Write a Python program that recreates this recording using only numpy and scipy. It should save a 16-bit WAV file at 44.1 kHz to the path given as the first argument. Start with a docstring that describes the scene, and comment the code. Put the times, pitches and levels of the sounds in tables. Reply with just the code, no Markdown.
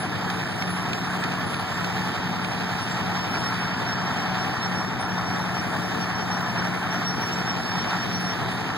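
"""A crawler crane's six-cylinder diesel runs at a near-steady speed on a building site: exhaust tones on
harmonics of its cycle, over filtered-noise rumble, pulsing casing roar and hiss. A pump drones beside it.
A dry bearing squeals and rope sheaves squeak (gliding sines), a pawl clacks (noise bursts through
resonances) and faint treble ticks puff. A widener adds a late, inverted copy across the stereo pair."""
import sys
import numpy as np
from scipy import signal
from scipy.fft import rfft, irfft, next_fast_len
from scipy.io import wavfile
from scipy.ndimage import uniform_filter1d, map_coordinates

SR = 44100
rng = np.random.default_rng(int(sys.argv[2]) if len(sys.argv) > 2 else 0)


def dump_mix(stems):
    """Bounce the given channels to the path in sys.argv[1] as a 16-bit WAV at rate SR."""
    frames = np.atleast_2d(stems).T  # one column per channel
    limited = np.clip(frames, -1, 1)  # hard clip at full scale
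    pcm = np.round(limited * 32767).astype(np.int16)
    wavfile.write(sys.argv[1], SR, pcm)


N = 386757
CYCLE_HZ = 10.876  # mean engine cycle rate, two crank turns each


def amp(db):
    """dB to amplitude ratio."""
    return 10 ** (np.asarray(db) / 20)


def unit(x):
    """x scaled to rms 1 overall."""
    return x / np.sqrt(np.mean(x ** 2) + 1e-20)


def along(points, hz):
    """Each column after the frequency, read on a log axis."""
    f, *cols = np.transpose(points)
    return np.squeeze([np.interp(np.log(hz + 1), np.log(f + 1), c) for c in cols])


def curves(rows):
    """One value per sample for each column after the time."""
    s, *cols = np.transpose(rows)
    return [np.interp(np.arange(N) / SR, s, c) for c in cols]


def wobble(rate_hz):
    """A smooth random curve through unit-variance knots, rate_hz knots a second."""
    knots = rng.standard_normal(int(N * rate_hz / SR) + 4)
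    return map_coordinates(knots, [np.arange(N) * rate_hz / SR])


def random_phase():
    """A start phase in rad."""
    return rng.uniform(0, 2 * np.pi)


def tone(hz, start_rad=0):
    """A sine of rms 1 that follows hz."""
    return np.sqrt(2) * np.sin(2 * np.pi * np.cumsum(hz) / SR + start_rad)


def filtered(x, response):
    """x times a complex response of frequency, zero-padded."""
    m = next_fast_len(N + SR // 4)
    return irfft(rfft(x, m) * response(np.fft.rfftfreq(m, 1 / SR)), m)[..., :N]


def rush(spectrum, patchy_db, repeat):
    """Partly alike noise at two ports, rms 1, patchy in gain; a share of the common part repeats each cycle."""
    # likeness of the two ports: f/Hz, correlation
    likeness = [(50, 0.65), (200, 0.42), (700, 0.48), (2000, 0.44), (5000, 0.4), (8000, .4), (15000, .3)]
    z = signal.stft(rng.standard_normal((2, N)), nperseg=512)[2]
    patches = rng.standard_normal(z.shape[1:])
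    patches = uniform_filter1d(uniform_filter1d(patches, 8, 0), 10, 1)
    common, own = unit(signal.istft(z * amp(patchy_db * unit(patches)), nperseg=512)[1][:, :N])
    cycle = np.resize(rng.standard_normal(round(SR / CYCLE_HZ)), N)
    common = np.sqrt(1 - repeat) * common + np.sqrt(repeat) * cycle

    def common_response(hz):
        alike = along(likeness, hz)
        return amp(along(spectrum, hz)) * np.array([np.ones_like(alike), alike])

    def own_response(hz):
        return amp(along(spectrum, hz)) * np.sqrt(1 - along(likeness, hz) ** 2)

    ports = filtered(common, common_response)
    ports[1] += filtered(own, own_response)
    return unit(ports)


def engine():
    """Exhaust tones on rumble; casing roar and hiss pulse on cycle harmonics, cover panels ring."""
    # roar and hiss over time: t/s, roar before panels and trim/dB, upper-roar lift/dB, hiss re smoothed roar/dB
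    levels = [(0.0, -30.5, -0.5, -20), (0.56, -30, -1.5, -18.5), (1.0, -30, -1, -19),
              (1.36, -28.5, -1, -19.5), (1.6, -30.5, 0, -19.5), (1.98, -29, 0, -18), (2.39, -30, 0, -20.5),
              (2.72, -29.5, 0.6, -19), (3.35, -28, -1, -20.5), (4.03, -28.5, -1.5, -22.5),
              (4.39, -27.5, -1.5, -20), (4.87, -29.5, -3, -22.5), (5.58, -28.5, -3.5, -20.5),
              (5.97, -29, -1.5, -18.5), (6.43, -28.5, -3, -22), (6.58, -27, -4, -21.5),
              (6.75, -28.5, -3.5, -21), (7.28, -28.5, -1.5, -20.5), (7.84, -29.5, 1, -20),
              (7.87, -27, -4, -21), (7.905, -27.5, 5, -17), (7.93, -24, -7, -20), (7.97, -29, 1.5, -19),
              (8.1, -31, 2.5, -19.5), (8.45, -28.5, -1, -19), (8.64, -31, 1, -21.5),
              (8.77, -29, -0.5, -19.5)]
    # exhaust tones on cycle harmonics 6, 7, 8..: nominal rms level/dB
    orders_db = [-59, -62, -57.8, -46.1, -45.1, -58, -51.3, -48.5, -48.8, -50.8, -55, -56, -48.9, -57.1,
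                 -57.7, -54.0, -51.7, -54.7, -52.4, -52.4, -51.0, -51.8, -54.0, -62.1, -54.7, -61.1, -54.1,
                 -59.8, -55.4, -60.4, -54.9, -61.0, -59.1, -54.8, -52.2, -54.3, -52.2, -58.1, -57.5, -56.6,
                 -54.5]
    # exhaust rumble, casing roar, fan hiss: f/Hz, relative spectral level/dB
    rumble_spectrum = [(20, -15), (40, -22), (52, -25), (72, -30), (95, 0.5), (130, 0), (200, 1), (300, -1),
                       (400, -4), (450, -2.5), (560, -6.5), (900, -32), (2000, -120)]
    casing_spectrum = [(100, -120), (400, -25), (560, -6.5), (750, 0), (900, -1.5), (1150, -2.5),
                       (1400, -2), (1750, -2.5), (2000, -6), (2500, -8), (3200, -12), (3700, -12),
                       (4300, -15.5), (5000, -13.5), (6200, -23), (9000, -67), (20000, -120)]
    hiss_spectrum = [(2000, -120), (5000, 2), (6200, -0.5), (6800, 0.5), (7500, 1), (9500, -3), (12000, -5),
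                     (15000, -9), (20000, -33)]
    # pulsing: cycle harmonic, depth of log gain
    throb_orders = [(1, .1), (2, .03), (3, .075), (5, .055), (6, .04), (8, .055), (10, .06), (13, .035),
                    (15, .045), (19, .065), (20, .045), (21, .03)]
    # cover panels: f/Hz, width/Hz, peak boost before sway/dB
    panels = [(750, 60, 3), (890, 70, 3), (1130, 100, 1.5), (1340, 60, 3), (1720, 60, 2.5), (1850, 40, 2.5),
              (3200, 250, 2), (3670, 50, 3)]

    roar_db, bright_db, hiss_db = curves(levels)
    cycle_rad = 2 * np.pi * np.cumsum(CYCLE_HZ * (1 + 0.001206 * wobble(0.811))) / SR
    tones = 0
    for k, db in enumerate(orders_db, start=6):
        level = amp(db + 1.5 * wobble(3))
        tones = tones + level * np.sqrt(2) * np.sin(k * cycle_rad + random_phase())
    throb = np.exp(sum(depth * np.cos(k * cycle_rad + random_phase()) for k, depth in throb_orders))
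    flutter = wobble(14)  # shared by roar and hiss

    rumble_level = amp(-37.0 + .6 * wobble(2.79) + 1.46 * wobble(11))
    rumble = rumble_level * rush(rumble_spectrum, patchy_db=1.7, repeat=0.048)

    roar_level = amp(roar_db + .3 * flutter + .35 * wobble(160))
    roar = roar_level * unit(throb * rush(casing_spectrum, patchy_db=.95, repeat=.16))
    rings = 0
    for c, w, db in panels:
        sway = amp(3.5 * wobble(15) - 1)  # each panel flares and fades on its own
        rings = rings + sway * filtered(roar, lambda hz: (amp(db) - 1) / (1 + (2 * (hz - c) / w) ** 2))
    roar = amp(-0.64) * (roar + rings)
    upper = filtered(roar, lambda hz: 1 / (1 + (2400 / (hz + 1)) ** 6))
    roar = roar + (amp(bright_db) - 1) * upper  # the upper roar's level drifts

    hiss_db = uniform_filter1d(roar_db, SR // 2) + hiss_db
    hiss_level = amp(hiss_db + 0.49 * flutter + 0.63 * wobble(30) + 1.03 * wobble(300))
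    hiss = hiss_level * unit(throb ** 0.65 * rush(hiss_spectrum, patchy_db=1.4, repeat=0.027))
    return tones + rumble + roar + hiss


def drones():
    """A strong pump drone with uneven beating over weak site hums, all slightly unsteady sines."""
    # drone pitch: t/s, f/Hz
    drone_pitch = [(0, 180.15), (2.6, 180.15), (4.2, 180.5), (5.5, 180.75), (6.2, 180.3), (7.6, 180.0),
                   (8.77, 180.2)]
    # level of the beating drone: t/s, level before trim/dB
    drone_level = [(0.0, -42), (0.29, -35), (0.59, -39), (0.75, -30.5), (0.88, -41.5), (1.15, -33.5),
                   (1.73, -42), (1.81, -34), (2.1, -35.5), (2.17, -51), (2.22, -33.5), (2.76, -35),
                   (2.81, -51), (2.88, -34.5), (3.22, -34), (3.27, -44), (3.56, -33), (3.83, -40),
                   (4.05, -32.5), (4.13, -42.5), (4.3, -32.5), (4.52, -40.5), (4.57, -53), (4.69, -31.5),
                   (5.03, -41.5), (5.08, -33), (6.25, -38), (6.4, -32), (6.47, -38), (6.64, -32.5),
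                   (7.01, -40), (7.06, -30.5), (7.21, -38.5), (7.57, -33.5), (7.64, -43.5), (7.77, -31.5),
                   (7.91, -47), (7.96, -31.5), (8.06, -50), (8.13, -33), (8.25, -32.5), (8.33, -39),
                   (8.38, -39), (8.6, -34.5), (8.7, -46), (8.77, -40)]
    # weak hums: f/Hz, nominal rms level/dB
    hums = [(60.9, -61), (81.1, -63), (121.8, -44.5), (146.0, -48), (192.8, -54), (213.3, -52),
            (223.4, -52), (233.5, -53), (254.0, -52)]
    (hz,), (db,) = curves(drone_pitch), curves(drone_level)
    weak = 0
    for f, hum_db in hums:
        level = amp(hum_db + 1.5 * wobble(2.54))
        weak = weak + level * tone(f + 0.29 * wobble(1.506), random_phase())
    strong = amp(db + .3 + 0.93 * wobble(13)) * tone(hz + 0.23 * wobble(4.01) + 0.69 * wobble(12))
    return strong + weak


def squeal():
    """Stick-slip in the bearing: a wavering note that flares at each grip, with a weak octave."""
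    # note between grips: t/s, f/Hz, level before trim/dB
    bearing = [(0, 5500, -66), (0.33, 5470, -62), (.38, 5465, -51), (0.62, 5445, -51), (1.07, 5545, -53),
               (1.15, 5540, -64), (1.6, 5560, -62), (1.75, 5575, -55), (2.3, 5530, -57), (2.85, 5595, -52),
               (3.4, 5555, -50), (3.75, 5545, -51), (4.3, 5585, -52), (4.65, 5560, -52), (5.2, 5610, -51),
               (5.68, 5585, -57), (6.1, 5610, -50), (6.45, 5590, -52), (7.02, 5610, -53), (7.14, 5610, -43),
               (7.65, 5545, -47), (8.0, 5612, -49), (8.28, 5595, -45), (8.42, 5600, -64), (8.77, 5600, -66)]
    # grips: start t/s, length/s, level before trims/dB
    grips = [(0.377, 0.102, -47.8), (0.589, 0.036, -42.2), (0.745, 0.06, -47.2), (0.805, 0.043, -46.5),
             (0.922, 0.049, -46.7), (0.973, 0.107, -48.2), (2.778, 0.072, -44.3), (3.149, 0.12, -45.1),
             (3.301, 0.081, -44.0), (3.435, 0.063, -38.8), (3.598, 0.059, -44.7), (3.713, 0.041, -44.2),
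             (3.871, 0.09, -41.5), (4.05, 0.064, -45.4), (4.181, 0.062, -42.7), (4.382, 0.058, -40.4),
             (4.614, 0.057, -38.9), (4.755, 0.069, -40.3), (4.857, 0.041, -45.5), (4.986, 0.038, -43.4),
             (5.037, 0.031, -44.4), (5.078, 0.049, -45.5), (5.176, 0.036, -45.3), (5.252, 0.053, -41.6),
             (5.31, 0.055, -43.6), (5.378, 0.069, -45.5), (5.557, 0.056, -42.8), (5.82, 0.046, -45.6),
             (6.011, 0.037, -39.4), (6.141, 0.034, -43.3), (6.183, 0.055, -40.3), (6.304, 0.076, -40.7),
             (6.476, 0.04, -43.2), (6.576, 0.033, -41.5), (6.64, 0.043, -43.3), (6.889, 0.091, -42.6),
             (7.053, 0.068, -33.4), (7.21, 0.048, -36.6), (7.313, 0.036, -38.5), (7.361, 0.053, -40.2),
             (7.469, 0.06, -35.3), (7.648, 0.108, -40.2), (7.773, 0.059, -35.5), (7.87, 0.043, -42.9),
             (7.993, 0.055, -41.6), (8.123, 0.061, -38.5), (8.238, 0.091, -38.5)]
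    hz, db = curves(bearing)
    hz = hz + 10 * wobble(25) + 17 * wobble(120)
    level, t = amp(db + 2.5 * wobble(20)), np.arange(N) / SR
    for s, length, grip_db in grips:
        near = slice(round((s - length) * SR), round((s + 2 * length) * SR))
        offset = 2 * (t[near] - s) / length - 1  # -1..1 within the grip
        level[near] = np.maximum(level[near], amp(grip_db + 1.5 - 5 * offset ** 4))
    level = level * amp(2.5 * wobble(70) + .7)
    buzz = 1 + .18 * np.cos(2 * np.pi * 155 * t)  # fast AM: a weak note 155 Hz to either side
    note = level * buzz * tone(hz)
    octave = np.sqrt(level) * amp(-47 + 5 * wobble(9)) * tone(2 * hz)
    return note + octave


def squeaks():
    """Each sheave squeak is a short gliding note that flutters, with soft ends."""
    # start t/s, length/s, first f/Hz, last f/Hz, level before swell and flutter/dB
    sheaves = [(0, 0.06, 9914, 9990, -47), (.06, .07, 9990, 10082, -56), (0.29, 0.12, 9099, 9108, -56),
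               (0.38, 0.27, 8888, 8869, -54), (0.655, 0.175, 9922, 10005, -49),
               (1.04, 0.13, 9486, 9507, -55), (1.195, 0.05, 7793, 7817, -51), (1.32, .08, 8330, 8330, -59),
               (1.44, 0.19, 10010, 10155, -50), (1.67, 0.19, 7591, 7610, -55),
               (2.03, .14, 10450, 10450, -58), (2.7, .1, 8370, 8370, -57), (2.41, 0.26, 9003, 9011, -55),
               (2.79, 0.12, 9303, 9313, -57), (2.89, 0.13, 7586, 7602, -54), (3.0, .15, 10450, 10470, -61),
               (3.27, 0.31, 9034, 9039, -55), (3.58, .05, 9300, 9300, -56), (3.58, .25, 8400, 8420, -61),
               (4.39, .09, 9050, 9050, -57), (4.42, .05, 8180, 8180, -57), (4.51, 0.15, 8008, 8076, -54),
               (4.67, 0.2, 8409, 8451, -55), (4.99, 0.07, 9511, 9530, -54), (5.31, 0.2, 8073, 8113, -55),
               (5.52, 0.34, 8501, 8434, -51), (6.33, .15, 8140, 8160, -60), (6.48, 0.2, 8329, 8524, -56),
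               (6.72, 0.2, 8516, 8519, -57), (6.92, 0.04, 6140, 6137, -52), (7.255, 0.04, 7517, 7510, -51),
               (7.318, .05, 7510, 7506, -51), (7.33, .2, 8140, 8140, -57), (7.53, .13, 8370, 8400, -61),
               (7.67, .17, 8580, 8560, -57), (8.19, 0.09, 9185, 9185, -54), (8.26, 0.19, 8127, 8147, -56),
               (8.45, 0.3, 8306, 8511, -55)]
    out, stutter = np.zeros(N + SR), amp(3.5 * wobble(75))
    waver_hz = 12 * wobble(30) + 14 * wobble(170)
    for s, length, first_hz, last_hz, db in sheaves:
        start = round(s * SR)
        u = np.linspace(0, 1, round(length * SR))
        ends = np.sin(np.pi * u ** .75) ** .4
        swell = amp(db + 2 * np.sin(rng.uniform(3, 9) * u + random_phase())) * ends
        hz = first_hz + (last_hz - first_hz) * u + np.resize(waver_hz[start:], len(u))
        out[start:][:len(u)] += swell * tone(hz)
    return out[:N] * stutter


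def bursts(events, t60_s):
    """A decaying random-sign noise burst, cut at 50 ms, for each (t/s, level/dB)."""
    out, t = np.zeros(N + SR), np.arange(SR // 20) / SR
    for s, db in events:
        envelope = amp(db - 60 * t / t60_s) * (1 - np.exp(-t / 0.001))
        out[round(s * SR):][:len(t)] += envelope * np.sign(rng.standard_normal(len(t)))
    return out[:N]


def pawl():
    """The pawl drops on a tooth and rattles: low resonances knock, high ones crack; distance dulls it."""
    # clacks: t/s, knock drive/dB, crack drive/dB
    clack_rows = [(.299, -6, -13), (.622, -3, -16), (.931, -2, -13), (1.237, -4, -12), (1.541, -6, -15),
                  (1.844, -5, -13), (2.154, -11, -24), (2.445, -5, -21), (2.751, -14, -24),
                  (3.354, -10, -23)]
    # pawl resonances: f/Hz, width/Hz, peak gain/dB
    steel = [(1500, 500, -8), (2350, 500, 0), (3450, 600, -1), (4300, 700, -1), (5300, 800, -2),
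             (7000, 2500, -16)]

    def body(modes):
        return lambda f: sum(amp(db) * 1j * f * w / (c * c - f * f + 1j * f * w) for c, w, db in modes)

    knock = bursts([(s, db) for s, db, _ in clack_rows], t60_s=.025)
    crack = bursts([(s, db) for s, _, db in clack_rows], t60_s=.032)
    clacks = filtered(knock, body(steel[:2])) + filtered(crack, body(steel[2:]))
    return filtered(clacks, lambda hz: 1 / (1 + 1j * hz / 5000) ** 2)


def ticks():
    """Thin treble puffs: high-passed noise bursts."""
    # t/s, drive before high-pass/dB, high-pass corner f/Hz
    puffs = [(1.2, -43, 11000), (1.39, -43, 11000), (3.31, -44, 11000), (5.08, -43, 11000),
             (5.66, -43, 11000), (6.405, -37, 11000), (6.936, -44, 6000), (7.21, -37, 11000),
             (7.261, -41, 6000), (7.326, -42, 6000), (8.2, -42, 11000)]
    out = 0
    for low_hz in sorted({hz for *_, hz in puffs}):
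        noise = bursts([(s, db) for s, db, hz in puffs if hz == low_hz], t60_s=.11)
        out = out + filtered(noise, lambda hz: 1 / (1 + (low_hz / (hz + 1)) ** 6))
    return out


def scene():
    """All sources summed at the two ports."""
    return engine() + drones() + squeal() + squeaks() + pawl() + ticks()


def record(dry):
    """A late inverted copy combs sum (port 0) and difference (port 1) in turn; then balance and band limit."""
    # difference against a plain lag: f/Hz, gain/dB, phase/rad
    widener = [(40, -32, 0.6), (110.0, -19.8, 0.32), (170.0, -22.9, 0.31), (210.0, -22.8, 0.63),
               (270.0, -23.5, 1.63), (350.0, -16.6, 2.39), (430.0, -6.1, 2.09), (510.0, 1.4, 0.77),
               (600.0, -6.2, 0.01), (750.0, -13.8, -0.06), (900.0, -10.9, 1.97), (1100.0, -5.6, 0.9),
               (1600.0, -2.7, 0.36), (1900.0, -3.8, 1.61), (2100.0, 2.0, 1.42), (2400.0, -2.9, 0.97),
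               (3050.0, -4.2, 1.35), (3400.0, 1.4, -0.58), (4100, 0, 0)]
    # slow drift of the left-right balance: t/s, left minus right level/dB
    balance = [(0, -.5), (2.5, -.5), (4.5, .4), (6.2, .55), (7.6, -.15), (8.77, -.1)]
    lag_s, top_hz = 16 / 44100, 15760

    def comb(hz):
        gain_db, phase = along(widener, hz)
        half = np.pi * (hz + 1) * lag_s
        pair = np.array([np.sin(half), -1j * np.cos(half) * amp(gain_db) * np.exp(1j * phase)])
        # the exponent deepens the comb's contrast towards the treble
        pair = pair * np.abs(pair) ** np.interp(hz, [1500, 5000, 9000], [.03, .8, 1.1])
        return pair / np.linalg.norm(pair, axis=0)

    mid, side = filtered(dry, comb)
    left_db, = curves(balance)
    stereo = np.array([mid + side, mid - side]) * amp([left_db / 2, -left_db / 2])
    return filtered(stereo, lambda hz: hz < top_hz)


dry = scene()
out = record(dry)
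dump_mix(out)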